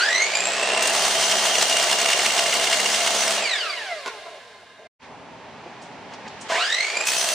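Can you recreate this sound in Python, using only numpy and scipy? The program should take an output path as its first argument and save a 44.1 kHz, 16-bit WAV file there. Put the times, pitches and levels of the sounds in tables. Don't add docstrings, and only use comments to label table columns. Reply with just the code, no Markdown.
import sys
import numpy as np
from scipy import signal
from scipy.fft import rfft, irfft, next_fast_len
from scipy.io import wavfile
from scipy.ndimage import uniform_filter1d

SR = 44100
rng = np.random.default_rng(int(sys.argv[2]) if len(sys.argv) > 2 else 0)


def unload_wav(signal):
    wavfile.write(
        sys.argv[1],
        SR,
        np.round(np.clip(np.atleast_2d(signal).T, -1, 1) * 32767).astype(np.int16),
    )


def boost_factor(decibels):
    exponent = np.asarray(decibels, float) / 20
    return 10 ** exponent


N = 323694
T = np.arange(N) / SR
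PAD = next_fast_len(N)
HZ = np.maximum(np.fft.rfftfreq(PAD, 1 / SR), 1)
TEETH = 41
BRAKE_S = 3.4
SURGE_S = 0.29
TURN_SCATTER = 0.4
EVEN_S = 0.12
# switch-on in seconds, level in dB against the first start, seconds of one turn on which the gear binds.
STARTS = [
    (-.126, 0, .4688),
    (6.49, -2.5, 6.8254),
]
SECOND = T > 5
SINCE = T - np.where(SECOND, STARTS[1][0], STARTS[0][0])
BRAKED = np.where(SECOND, -1, T - BRAKE_S)
RUNNING = (T < 4.9) | (T > 6.489)


def saw():
    hz = speed()
    turns = np.cumsum(hz) / SR / TEETH
    touch = contact()
    driven_knock = np.clip((hz - 1200) / 1600, 0.15, 0.85)
    knock = np.where(BRAKED > 0, np.clip(hz / 3500, 0, 0.55), driven_knock)
    bind, beat = binding(turns)
    cut = grinding(turns)
    sound = body_noise(hz, knock, bind, beat, touch, cut)
    sound = sound + skipping(cut) + touch * (singing(beat) + thin_edge_fizz(cut))
    sound = sound + whine(hz, tone_levels(hz, touch), knock, bind, turns)
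    sound = sound + shaft(hz, turns) + slot_hum(turns) + guard()
    engage = np.where(SECOND, np.clip(0.52 + SINCE / 0.063, 0, 1), 1)
    return uniform_filter1d(1.0 * RUNNING, 700) * engage * sound


# seconds after switch-on, tooth rate in Hz.
RUN_UP = [(0, 560.8), (.065, 959.3), (.158, 1568), (.24, 1902), (.36, 2191), (.51, 2440), (.8, 2733),
          (1.1, 2812), (1.5, 2885)]


def speed():
    sag_hz, brake_hz, crawl_hz, brake_tau_s = 72, 2765, 180, 0.32
    driven = curve(RUN_UP, SINCE) - sag_hz * feed()
    braked = crawl_hz + (brake_hz - crawl_hz) * np.exp(-BRAKED / brake_tau_s)
    braked = braked - 130 * np.clip(BRAKED - 0.8, 0, 0.8)
    return uniform_filter1d(np.minimum(driven, braked), size=1500)


# time in seconds, share of full feed (0-1).
FEED = [
    (.8, 0.05),
    (1.5, 0.15),
    (1.76, 0.53),
    (1.95, .8),
    (2.2, 0.99),
    (2.8, .9),
    (3.1, 0.71),
    (3.4, 0.53),
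]


def feed():
    return curve(FEED) * ~SECOND


# time in seconds, contact (0-1).
CONTACT = [(0, 0), (.818, 0.02), (.824, 0.3), (.86, 0.35), (.915, 0.1), (.95, 0.9), (3.35, 0.93), (3.42, 0),
           (7.05, 0.02), (7.056, 0), (7.074, 0.98), (7.34, 0.99)]


def contact():
    return np.clip(curve(CONTACT), 0, 1)


# time in seconds, peak in dB.
BINDS = [(0.0194, -15.5), (0.0344, -17), (0.0843, -13.5), (0.1105, -28), (0.1425, -25.5), (0.1574, -11),
         (0.1785, -16), (0.2005, -19), (0.2195, -15), (0.24, -23), (0.2625, -33), (0.351, -10.5),
         (0.628, -16.5), (0.699, -20), (0.731, -20.5), (0.7733, -14), (0.821, -20.5), (0.8536, -19),
         (6.723, -14), (6.744, -15), (6.7654, -27), (6.783, -18), (6.8044, -13.5), (6.8268, -16.5),
         (6.8448, -15.5), (6.866, -20), (6.886, -25), (6.969, -8), (7.008, -12), (7.071, -23)]
# time in
# seconds, peak in dB.
GEAR_BEAT = [(0.9914, -13), (1.0432, -21.5), (1.1136, -19), (1.1914, -23), (1.3131, -4), (1.3845, -0.5),
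             (1.459, -18), (1.55, -10.5), (1.5835, -6.5), (1.6194, -7), (1.6533, -18.5), (1.6948, -17.5),
             (1.7254, -6.5), (1.7608, 1.5), (1.8005, -23), (1.8304, -6.5), (1.8908, -3.5), (1.9254, -9),
             (1.9816, -14), (2.0165, -16), (2.0544, -11), (2.0879, -15), (2.1283, -7.5), (2.1896, -9.5),
             (2.222, -37), (2.2555, -8.5), (2.2979, -12.5), (2.3862, -13), (2.4575, -12), (2.5236, -10),
             (2.5527, -19.5), (2.5937, -13), (2.636, -14.5), (2.6678, -8), (2.7279, -7.5), (2.7946, -8.5),
             (2.8573, -9.5), (2.9394, -9.5), (3.0053, -8.5), (3.0663, -6), (3.11, -10.5), (3.1395, -17),
             (3.188, -21), (3.222, -12), (3.2737, -9.5)]


def binding(turns):
    first, second = (turns[int((bind_s + 0.003) * SR)] % 1 for _, _, bind_s in STARTS)
    each_db = -11.5 + 14.0 + STARTS[1][1] * SECOND - 5 * SINCE
    each = boost_factor(each_db) * throb(turns + 1 - np.where(SECOND, second, first), 5.1, 0.62)
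    beat = np.where(SECOND, 0.4 + 0.1 * walk(15), 0.1 + bumps(GEAR_BEAT, 12.0, size=900))
    brake_turn = turns[int(2.7 * SR)] % 1
    braking = 1.22 * throb(turns + 1 - brake_turn, 1.13, 0.11)
    cutting = throb(turns, 3.9, TURN_SCATTER) * (0.15 + 1.14 * beat)
    loaded = np.where(BRAKED > 0, braking, cutting)
    speeding = (T < 0.9) | ((T > 6.7) & (T < 7.13))
    return np.where(speeding, np.maximum(bumps(BINDS, 18.4, size=560), each), loaded), beat


# frequency in Hz, gain in dB.
HOUSING = [(200, -31), (450, 1.5), (690, 0), (1000, -5), (1500, 2), (2100, 2), (2800, -1), (3300, -2.5),
           (4100, 2), (4700, 4), (5500, -7.5), (6400, -4), (7400, 5.5), (9000, 5)]
# frequency in Hz, width in Hz, lift in dB.
PANELS = [(437, 62, 4), (717, 74, 8), (890, 150, 5), (1008, 90, 9.5), (1330, 110, 4.5), (1560, 140, 3.5),
          (2155, 160, 2.5), (2900, 250, 7.5), (4080, 470, 4.5), (4780, 110, 4), (6270, 830, 6.5),
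          (7570, 480, 10)]


def whine(hz, tones_db, knock, bind, turns):
    brake_blur = 0.3 + 0.45 * np.exp(-BRAKED / 0.15)
    brake_blur = brake_blur + 0.6 * np.clip(BRAKED - 1, 0, 1)
    blur = np.where(BRAKED > 0, brake_blur, 0.62 + 1.1 * np.exp(-np.abs(SINCE) / 0.22))
    out = 0
    for k, db in zip((1, 2, 3, 4, 6, 1.28, 7.7), tones_db):
        share = np.minimum(knock * (0.68 + 0.28 * (k - 1)), 0.97)
        wobble = blur * k ** 0.6 * walk(330)
        patchy_db = (1.1 + 0.4 * k) * flutter(40)
        panels_db = sum(lift / (1 + (2 * (k * hz - f) / w) ** 2) for f, w, lift in PANELS)
        level = boost_factor(db + read(HOUSING, k * hz) + panels_db + patchy_db)
        load = (1 - share + 2.58 * share * bind) * level
        out = out + load * np.sin(2 * np.pi * k * TEETH * turns + wobble)
    return 1.01 * out


# time in seconds, level in dB.
WHINE = [(0, -23.5), (.22, -24.5), (.3, -30), (.45, -29.5), (.6, -30), (.8, -30), (1.1, -35), (1.5, -32.5),
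         (2.8, -34), (3.36, -40.5), (3.4, -37)]
# free level in dB, lift in the surge in dB,
# surge length as a factor, lift in the cut in dB.
OVERTONES = [(-44.5, 11.5, 1.45, 16.5), (-43.5, 13.5, 1.47, 0)]
# time in seconds, then first, second, third and fourth tone in dB.
BRAKE_TONES = [(3.4, -34, -45.5, -54, -64), (3.43, -26.5, -35.5, -48, -59), (3.5, -33.5, -33.5, -46, -51.5),
               (3.56, -27, -29, -35, -54.5), (3.61, -45.5, -33, -39.5, -50.5),
               (3.67, -31.5, -35, -47.5, -60), (3.71, -35, -37, -38, -35), (3.74, -46.5, -35, -49, -56),
               (3.77, -47.5, -41, -42.5, -40.5), (3.81, -44.5, -37, -45, -57), (3.88, -43, -41, -41, -46.5),
               (3.93, -32.5, -47.5, -34.5, -51), (4.0, -42.5, -44, -56.5, -53.5),
               (4.1, -54, -41.5, -47, -50), (4.17, -47, -51, -56.5, -64), (4.21, -58, -50, -54, -58),
               (4.38, -68, -45, -56, -60.5), (4.41, -63, -60, -65, -55), (4.6, -64, -57, -60.5, -61.5),
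               (4.88, -73, -64, -71, -66.5)]
# time in seconds, then first, second, third and fourth tone in dB.
RESTART_TONES = [(6.49, -42, -36.5, -39, -56), (6.56, -36, -25.5, -39, -50.5),
                 (6.61, -27.5, -29, -31.5, -51.5), (6.68, -28.5, -29.5, -30.5, -49.5),
                 (6.75, -28, -31, -34, -56.5), (6.85, -28, -42, -45.5, -55),
                 (6.92, -31.5, -40, -40.5, -63.5), (7.0, -29, -44.5, -46, -58),
                 (7.08, -27.5, -44, -50.5, -60.5), (7.2, -31.5, -41, -48, -64),
                 (7.34, -32, -45.5, -43.5, -65)]


def tone_levels(hz, touch):
    second, third = (free + lift * surge(length * SURGE_S) + in_cut * touch
                     for free, lift, length, in_cut in OVERTONES)
    driven = np.array([curve(WHINE), second, third, third - 20])
    s, *columns = np.transpose(BRAKE_TONES + RESTART_TONES)
    listed = [np.interp(T, s, column) for column in columns]
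    first, second, third, fourth = np.where(T < BRAKE_S, driven, listed)
    commutator = first - 4 - 45 * np.abs(T - 3.55) - 40 * touch
    late_db = np.where(BRAKED > 0.4, 0, -30)
    return [first, second, third, fourth, fourth - 6.5 + late_db, commutator, fourth - 3 + late_db]


def surge(length_s):
    return 1 / (1 + np.abs(SINCE / length_s) ** 6)


# frequency in Hz, width in Hz, level in dB.
RAIL = [(676, 84, 1.5), (2150, 89, -24.5), (2830, 77, -3), (3172, 84, -1), (3473, 45, -2.5),
        (3720, 90, -12), (4130, 78, -9), (4470, 150, -9), (4930, 63, -13.5), (5304, 76, -4),
        (6010, 110, -4.5), (6610, 120, -4), (7260, 41, -11.5), (7260, 200, -14), (7770, 75, -8),
        (8670, 130, -16), (10030, 170, -17)]
# frequency in Hz, level in dB per Hz.
CUT = [(24, -71.5), (40, -41.5), (208, -18), (310, -18), (400, -10.5), (520, -10), (674, -6.5), (1260, -8),
       (2070, -7), (2600, -9), (2800, -9.5), (3970, -8.5), (5920, -11), (9060, -13.5), (11300, -26.5),
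       (13900, -27.5), (15700, -27)]


def grinding(turns):
    return shape(grit(turns), boost_factor(read(CUT, HZ)) * humps(RAIL, 1.8, 1100))


def grit(turns):
    rim = rng.standard_normal((2, 640))
    worn = 2 * np.pi * 0.422 * T
    places = np.arange(640) / 640
    again = sum(w * np.interp(turns % 1, places, r) for w, r in zip((np.sin(worn), np.cos(worn)), rim))
    chips = rng.standard_normal(N) * boost_factor(1.3 * rng.exponential(size=N))
    torn = (unit(chips) + 0.23 * again) * (1 + 0.81 * throb(turns, 1.6, TURN_SCATTER))
    return unit(torn / np.sqrt(uniform_filter1d(torn ** 2, int(EVEN_S * SR))))


# frequency in Hz, level in dB per Hz.
FAN = [(24, -71.5), (40, -66), (110, -46), (200, -21.5), (310, -16.5), (400, -7), (625, -4.5), (1500, -7),
       (1880, -2.5), (2240, -6.5), (2730, -4), (3020, -6), (5640, -12), (7610, -14.5), (10300, -28),
       (11300, -65), (12900, -34.5), (15700, -50)]
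# frequency in Hz, level in dB per Hz.
COAST = [(24, -69.5), (40, -36), (97, -34.5), (374, -13), (453, -3), (524, -21), (576, 0), (682, -3),
         (807, -18.5), (1030, -12.5), (1190, -15.5), (1620, -13), (2320, -13), (3760, -14.5),
         (10500, -32.5), (11300, -59.5), (12300, -42), (15500, -45), (16200, -80), (22000, -120)]
# frequency in Hz, width in Hz, level in dB.
FRAME = [(447, 180, -6.5), (722, 76, 2), (1090, 42, -11), (1640, 35, -4.5), (2080, 65, -11.5),
         (2800, 31, -17.5), (2980, 24, -21), (3940, 35, -15.5), (4300, 40, -12.5), (5130, 38, -16)]
# start and end in seconds, lift in dB.
SHUDDERS = [
    (3.4, 3.459, 7),
    (4.172, 4.391, 6.5),
    (4.789, 4.876, 12.5),
    (6.495, 6.603, 3.5),
    (6.93, 7.039, 5.5),
]
# dB as the surge ends, fall before it in dB per s, rise after it in dB per s,
# dB in the cut, fade in dB per s, dB at the brake, fall in dB per s, second start in dB.
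ROAR = (-34, 10.5, 13.5, -26, 0.67, -36, 17, -6)
HISS = (-39, 17.5, 7.5, -29.5, .5, -38, 21.5, -3.5)


def body_noise(hz, knock, bind, beat, touch, cut):
    shudder_db = sum(db * ((T > a) & (T < b)) for a, b, db in SHUDDERS)
    body_db = airflow(ROAR, touch) + uniform_filter1d(1.0 * shudder_db, size=600) + 0.7 * flutter(25)
    chatter_db = 0.9 * flutter(70) + 1.0 * flutter(30) + 1.7 * beat
    hiss_db = airflow(HISS, touch) + touch * chatter_db - 1.6
    fan = shape(rng.standard_normal(N), boost_factor(read(FAN, HZ)) * humps(RAIL[:1], 0.0, 900))
    coast = shape(rng.standard_normal(N), boost_factor(read(COAST, HZ)) * humps(FRAME, 3.2, 300))
    slow = np.clip((2500 - hz) / 1500, 0, 1) * (T > 2) * (T < 5)
    rattle = 1 - 0.25 * knock + 0.56 * knock * bind
    shares = (rattle * np.sqrt((1 - touch) * (1 - slow)), np.sqrt(touch), np.sqrt((1 - touch) * slow))
    return sum(share * split(x, body_db, hiss_db, 1180, (300, 1150), (5000, 6000))
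               for share, x in zip(shares, (fan, cut, coast)))


def airflow(law, touch):
    dip_db, before, after, cut_db, fade, *rest = law
    late = SINCE - SURGE_S
    free_db = dip_db + np.where(late < 0, -before * late, after * np.minimum(late, 0.6))
    return phases((1 - touch) * free_db + touch * (cut_db - fade * SINCE), *rest)


def phases(driven_db, brake_db, fall, second_db):
    level_db = np.where(BRAKED > 0, brake_db - fall * BRAKED, driven_db + second_db * SECOND)
    return uniform_filter1d(level_db, size=900)


# time in seconds, level in dB.
SKIPS = [
    (.8257, -18.5),
    (0.855, -28.5),
    (.872, -21),
    (0.898, -23),
    (0.928, -27.5),
    (7.0552, -34),
    (7.072, -25),
]


def skipping(cut):
    spits = sum(boost_factor(db) * np.exp(-np.abs(T - s) / np.where(T < s, 0.001, 0.006)) for s, db in SKIPS)
    return spits * unit(shape(cut, 1 / (1 + (5600 / HZ) ** 6)))


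def thin_edge_fizz(cut):
    return SECOND * boost_factor(-41.5) * unit(shape(cut, 1 / (1 + (9500 / HZ) ** 8)))


# frequency in Hz, width in Hz, level in dB.
PUMPED = [(2120, 430, -1.5), (2827, 240, 0)]
# frequency in Hz, width in Hz, level in dB.
FRESH_EDGE = [(3100, 70, -5), (4550, 61, -1.5), (5270, 110, -1.5), (6040, 150, 6.5), (6700, 84, -5),
              (9200, 150, -1)]


def singing(beat):
    press = feed()
    pumped_db = -46.5 + 23 * press
    break_through_db = 10.5 * np.exp(-((T - 3.1) / 0.2) ** 2)
    edge_db = -29.5 - 3 * SECOND - 20 * press + break_through_db
    pumped = 0.66 * sum(boost_factor(db) * np.sin(2 * np.pi * hz * T + 1.4 * walk(w)) for hz, w, db in PUMPED)
    edge = unit(shape(rng.standard_normal(N), humps(FRESH_EDGE, 0.0, np.inf) - 1))
    return boost_factor(pumped_db) * 2.0 * beat * pumped + boost_factor(edge_db + 2.5 * flutter(18)) * edge


# multiple of wheel speed, level in dB.
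SHAFT = [(1, -63.5), (2, -73.5), (3, -57), (4, -64), (5, -77.5)]


def shaft(hz, turns):
    up = np.clip((hz - 2100) / 500, 0, 1) * (T < 5)
    return 1.66 * up * sum(boost_factor(db + 2.0 * walk(3.7)) * np.sin(2 * np.pi * k * turns) for k, db in SHAFT)


# time in seconds, level in dB.
SLOT_HUM = [(.7, -50.5), (.95, -39), (1.15, -31), (1.45, -29.5), (1.75, -39), (1.9, -47), (2.1, -36.5),
            (2.35, -39), (2.6, -40.5), (3.0, -39), (3.35, -43), (3.4, -87)]


def slot_hum(turns):
    level = boost_factor(curve(SLOT_HUM) + 1.5 * flutter(25))
    return level * np.sin(2 * np.pi * 1.1 * TEETH * turns + 0.8 * walk(90))


# frequency in Hz, width in Hz, level in dB.
GUARD = [(1037, 40, 4.5), (1600, 40, 3), (1705, 58, 1), (2105, 60, 0.5), (2810, 50, -3.5), (3030, 30, -6.5),
         (3640, 40, -5), (3730, 60, -2), (4290, 46, -14.5)]


def guard():
    on = np.clip((BRAKED - 0.5) / 0.2, 0, 1)
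    sheet = unit(shape(rng.standard_normal(N), humps(GUARD, 0.0, np.inf) - 1))
    return on * boost_factor(-50.5 - 9.5 * (BRAKED - 0.94)) * sheet


# time in seconds, level in dB.
STOP_HITS = [
    (4.0605, -19.5),
    (4.065, -24.5),
    (4.0685, -23.5),
    (4.0725, -24),
    (4.0775, -18.5),
    (4.081, -26),
    (4.085, -26),
    (4.09, -29),
    (4.097, -28.5),
    (4.305, -39),
]
# frequency in Hz, level in dB, t60 in seconds.
STOP = [(427, 2, 0.33), (1050, 3, 5.0), (1460, 4.5, 0.48), (2137, -1, 0.26), (2380, -1, 0.11),
        (2590, -0.5, 0.12), (3220, -18, 0.15), (3730, -17.5, 0.22), (4470, -24.5, 0.14), (4635, -29, 0.13)]


def upper_stop():
    return ring(STOP_HITS, STOP, 0.057, -1.6, 0.0023)


# time in seconds, level in dB.
THUD_HIT = [
    (5.661, -28),
]
# frequency in Hz, level in dB, t60 in seconds.
THUD = [(363, 0, 0.15), (522, -8.5, 0.42), (680, -6, 0.26), (1448, -26.5, 5.0)]


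def thud():
    return ring(THUD_HIT, THUD, 0.09, -26.0, 0.002)


# time in seconds, level in dB.
JOLT_HITS = [
    (6.5, -19),
    (6.52, -13.5),
    (6.545, -18.5),
    (6.58, -18),
]
# frequency in Hz, level in dB, t60 in seconds.
JOLT = [(683, 3, 0.29), (694, -9.5, 0.33), (1002, 2.5, 0.11), (1200, -16, 0.067), (1546, -5.5, 0.15),
        (2140, -11, 0.083)]


def starting_jolt():
    return ring(JOLT_HITS, JOLT, 0.35, -28.0, 0.0078)


def ring(hits, modes, longest_s, crack_db, crack_s):
    out, t = np.zeros(N), np.arange(SR // 3) / SR
    for s, db in hits:
        y = np.zeros(len(t))
        for f, mode_db, t60 in modes:
            level_chance, pitch_chance = rng.standard_normal(2)
            tone = np.sin(2 * np.pi * f * (1 + 0.024 * pitch_chance) * t)
            y += boost_factor(mode_db + 2.8 * level_chance) * tone * 1000.0 ** (-t / min(t60, longest_s))
        crack = rng.standard_normal(len(t)) * np.exp(-t / crack_s)
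        i = int(s * SR)
        out[i:i + len(t)] += boost_factor(db) * (y / np.abs(y).max() + boost_factor(crack_db) * crack)
    return shape(out, 1 / (1 + (220 / HZ) ** 4) / (1 + (HZ / 7000) ** 5))


# time in seconds, peak in dB, rise in seconds, fall in seconds, centre in Hz.
SCUFFS = [
    (5.823, -52.5, 0.0063, .03, 6470),
    (6.111, -51.5, 0.004, 0.013, 2600),
    (6.14, -46, 0.0073, 0.012, 4630),
    (6.281, -41.5, 0.002, 0.0071, 4200),
    (6.415, -41, 0.0064, 0.018, 6700),
    (6.5, -44.5, .004, 0.011, 5020),
]


def scuffs():
    out = np.zeros(N)
    t = np.arange(-4096, 12288) / SR
    f = np.maximum(np.fft.rfftfreq(len(t), 1 / SR), 1)
    for s, db, rise, fall, hz in SCUFFS:
        grains = rng.standard_normal(len(t)) * boost_factor(2.7 * rng.exponential(size=len(t)))
        band = np.exp(-(np.log(f / hz) / 0.57) ** 2) / (1 + (f / 9500) ** 10)
        cloth = unit(irfft(rfft(grains) * band))
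        i = int((s + t[0]) * SR)
        out[i:i + len(t)] += boost_factor(db) * np.exp(-np.abs(t) / np.where(t < 0, rise, fall)) * cloth
    return out


# frequency in Hz, level in dB per Hz.
SHOP = [(15, -73), (25, -38), (101, -8), (262, -2.5), (323, -8.5), (358, -11.5), (386, -3.5), (451, -7),
        (555, -5.5), (883, -2), (1300, -14), (5970, -38.5), (12000, -62.5), (15600, -108), (22000, -120)]
STIRS_S = (6.134, 6.274, 6.47)


def shop():
    quiet_s = 5.08
    stirs_db = sum(3.5 * np.exp(-((T - s) / 0.018) ** 2) for s in STIRS_S)
    creep_db = 5.5 * np.maximum(T - quiet_s, 0) + stirs_db
    early = T < quiet_s - 0.02
    low_db = -48 - 4.3 * early + 0.58 * creep_db + 0.53 * walk(6)
    high_db = -53 + 3 * early + 1.09 * creep_db + 0.5 * walk(4.1)
    restart = np.where(RUNNING, boost_factor(-34.0), 1)
    coasting = np.where(T < 4.9, boost_factor(-7.5 + 10.0 * (T - 4.5)), restart)
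    duck = np.where(T < 3.6, boost_factor(-22.5), coasting)
    air = shape(rng.standard_normal(N), boost_factor(read(SHOP, HZ)) / (1 + (HZ / 9300) ** 14))
    hum = uniform_filter1d(duck, 1500) * split(air, low_db, high_db, 2000, (100, 1200), (1500, 6000))
    bench = unit(shape(rng.standard_normal(N), 1 / (1 + (HZ / 120) ** 6) / (1 + (55 / HZ) ** 6)))
    return hum + (T > 3.5) * (T < 5.5) * boost_factor(-71.5) * bench


def curve(table, at=T):
    return np.interp(at, *np.transpose(table))


def read(table, hz):
    f, v = np.transpose(table)[:2]
    return np.interp(np.log(hz), np.log(f), v)


def unit(x):
    return x / np.sqrt(np.mean(x ** 2))


def shape(x, gain):
    return irfft(rfft(x, PAD) * gain, PAD)[..., :N]


def humps(peaks, lift_db, trend_hz):
    power = sum((boost_factor(db + f / trend_hz) / (1 + ((HZ - f) / (w / 2)) ** 2)) ** 2 for f, w, db in peaks)
    return 1 + boost_factor(lift_db) * np.sqrt(power)


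def split(x, low_db, high_db, edge_hz, low, high):
    s = rfft(x, PAD)
    top = 1 / np.sqrt(1 + (edge_hz / HZ) ** 8)
    low_rms, high_rms = (np.sqrt(2 * np.sum(np.abs(s[(HZ > a) & (HZ < b)]) ** 2)) / N for a, b in (low, high))
    bass = irfft(s * (1 - top), PAD)[:N] / low_rms
    treble = irfft(s * top, PAD)[:N] / high_rms
    return boost_factor(low_db) * bass + boost_factor(high_db) * treble


def walk(rate):
    k = int(SR / rate)
    held = np.repeat(rng.standard_normal(N // k + 1), k)
    return unit(uniform_filter1d(uniform_filter1d(held, k), k)[:N])


def flutter(rate):
    x = walk(rate)
    return unit(x - uniform_filter1d(x, int(EVEN_S * SR)))


def throb(turns, sharp, scatter):
    size = np.clip(1 + scatter * rng.standard_normal(int(turns[-1]) + 2), 0, 2)
    return np.exp(sharp * (np.cos(2 * np.pi * turns) - 1)) * size[np.round(turns).astype(int)]


def bumps(rows, lift_db, size):
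    s, db = np.transpose(rows)
    marks = np.zeros(N)
    marks[(s * SR).astype(int)] = np.minimum(boost_factor(db + lift_db), 1.8)
    return signal.fftconvolve(marks, np.hanning(size))[size // 5:N + size // 5]


# frequency in Hz, level in dB.
WIDTH = [(60, -9.5), (110, -21.5), (200, -18), (380, -18.5), (700, -25), (1290, -21.5), (2380, -9.5),
         (4400, -6.5), (8120, -6.5), (15000, -5.5)]
# frequency in Hz, difference in dB.
LEAN = [(60, 1.5), (110, -1), (200, -0.5), (380, -0.5), (700, -.1), (1290, 0), (2380, -2.5), (4400, -0.5),
        (8120, 2), (15000, -3)]


def scene():
    dry = saw() + scuffs() + upper_stop() + thud() + starting_jolt()
    t = np.arange(SR // 2) / SR
    walls = rng.standard_normal(len(t)) * 1000.0 ** (-t / 0.37) * (t > 0.004)
    room = signal.fftconvolve(dry, walls / np.linalg.norm(walls))[:N]
    mid = dry + boost_factor(-11.0) * room + shop()
    apart = rng.standard_normal(len(t)) * np.exp(-t / 0.062)
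    smear = rfft(apart, PAD)
    side = shape(mid, boost_factor(read(WIDTH, HZ)) * smear / np.abs(smear))
    side = side + shape(np.roll(mid, 5000), boost_factor(-14.5) / (1 + (HZ / 300) ** 2)) + boost_factor(-13.0) * shop()
    lean = boost_factor(read(LEAN, HZ) / 2)
    return np.array([shape(mid + side, lean), shape(mid - side, 1 / lean)])


def low_pass(x):
    return signal.sosfilt(signal.butter(12, 15850, fs=SR, output="sos"), x)


# time in seconds, gain in dB.
SCENE_CHANGE = [
    (0, 0.5),
    (4.87, -0.5),
    (4.878, -31.5),
    (4.9, -95),
    (4.983, -87),
    (4.998, -11.5),
    (5.03, 4),
    (7.34, -0.5),
]


def record(dry):
    notch = 1 - 0.995 * np.exp(-((HZ - 11350) / 620) ** 4)
    response = notch / np.sqrt(1 + (55 / HZ) ** 4) / (1 + (HZ / 15300) ** 60)
    heard = shape(0.52 * np.tanh(dry / 0.52), response)
    return low_pass(heard * boost_factor(curve(SCENE_CHANGE)))


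dry = scene()
out = record(dry)
unload_wav(out)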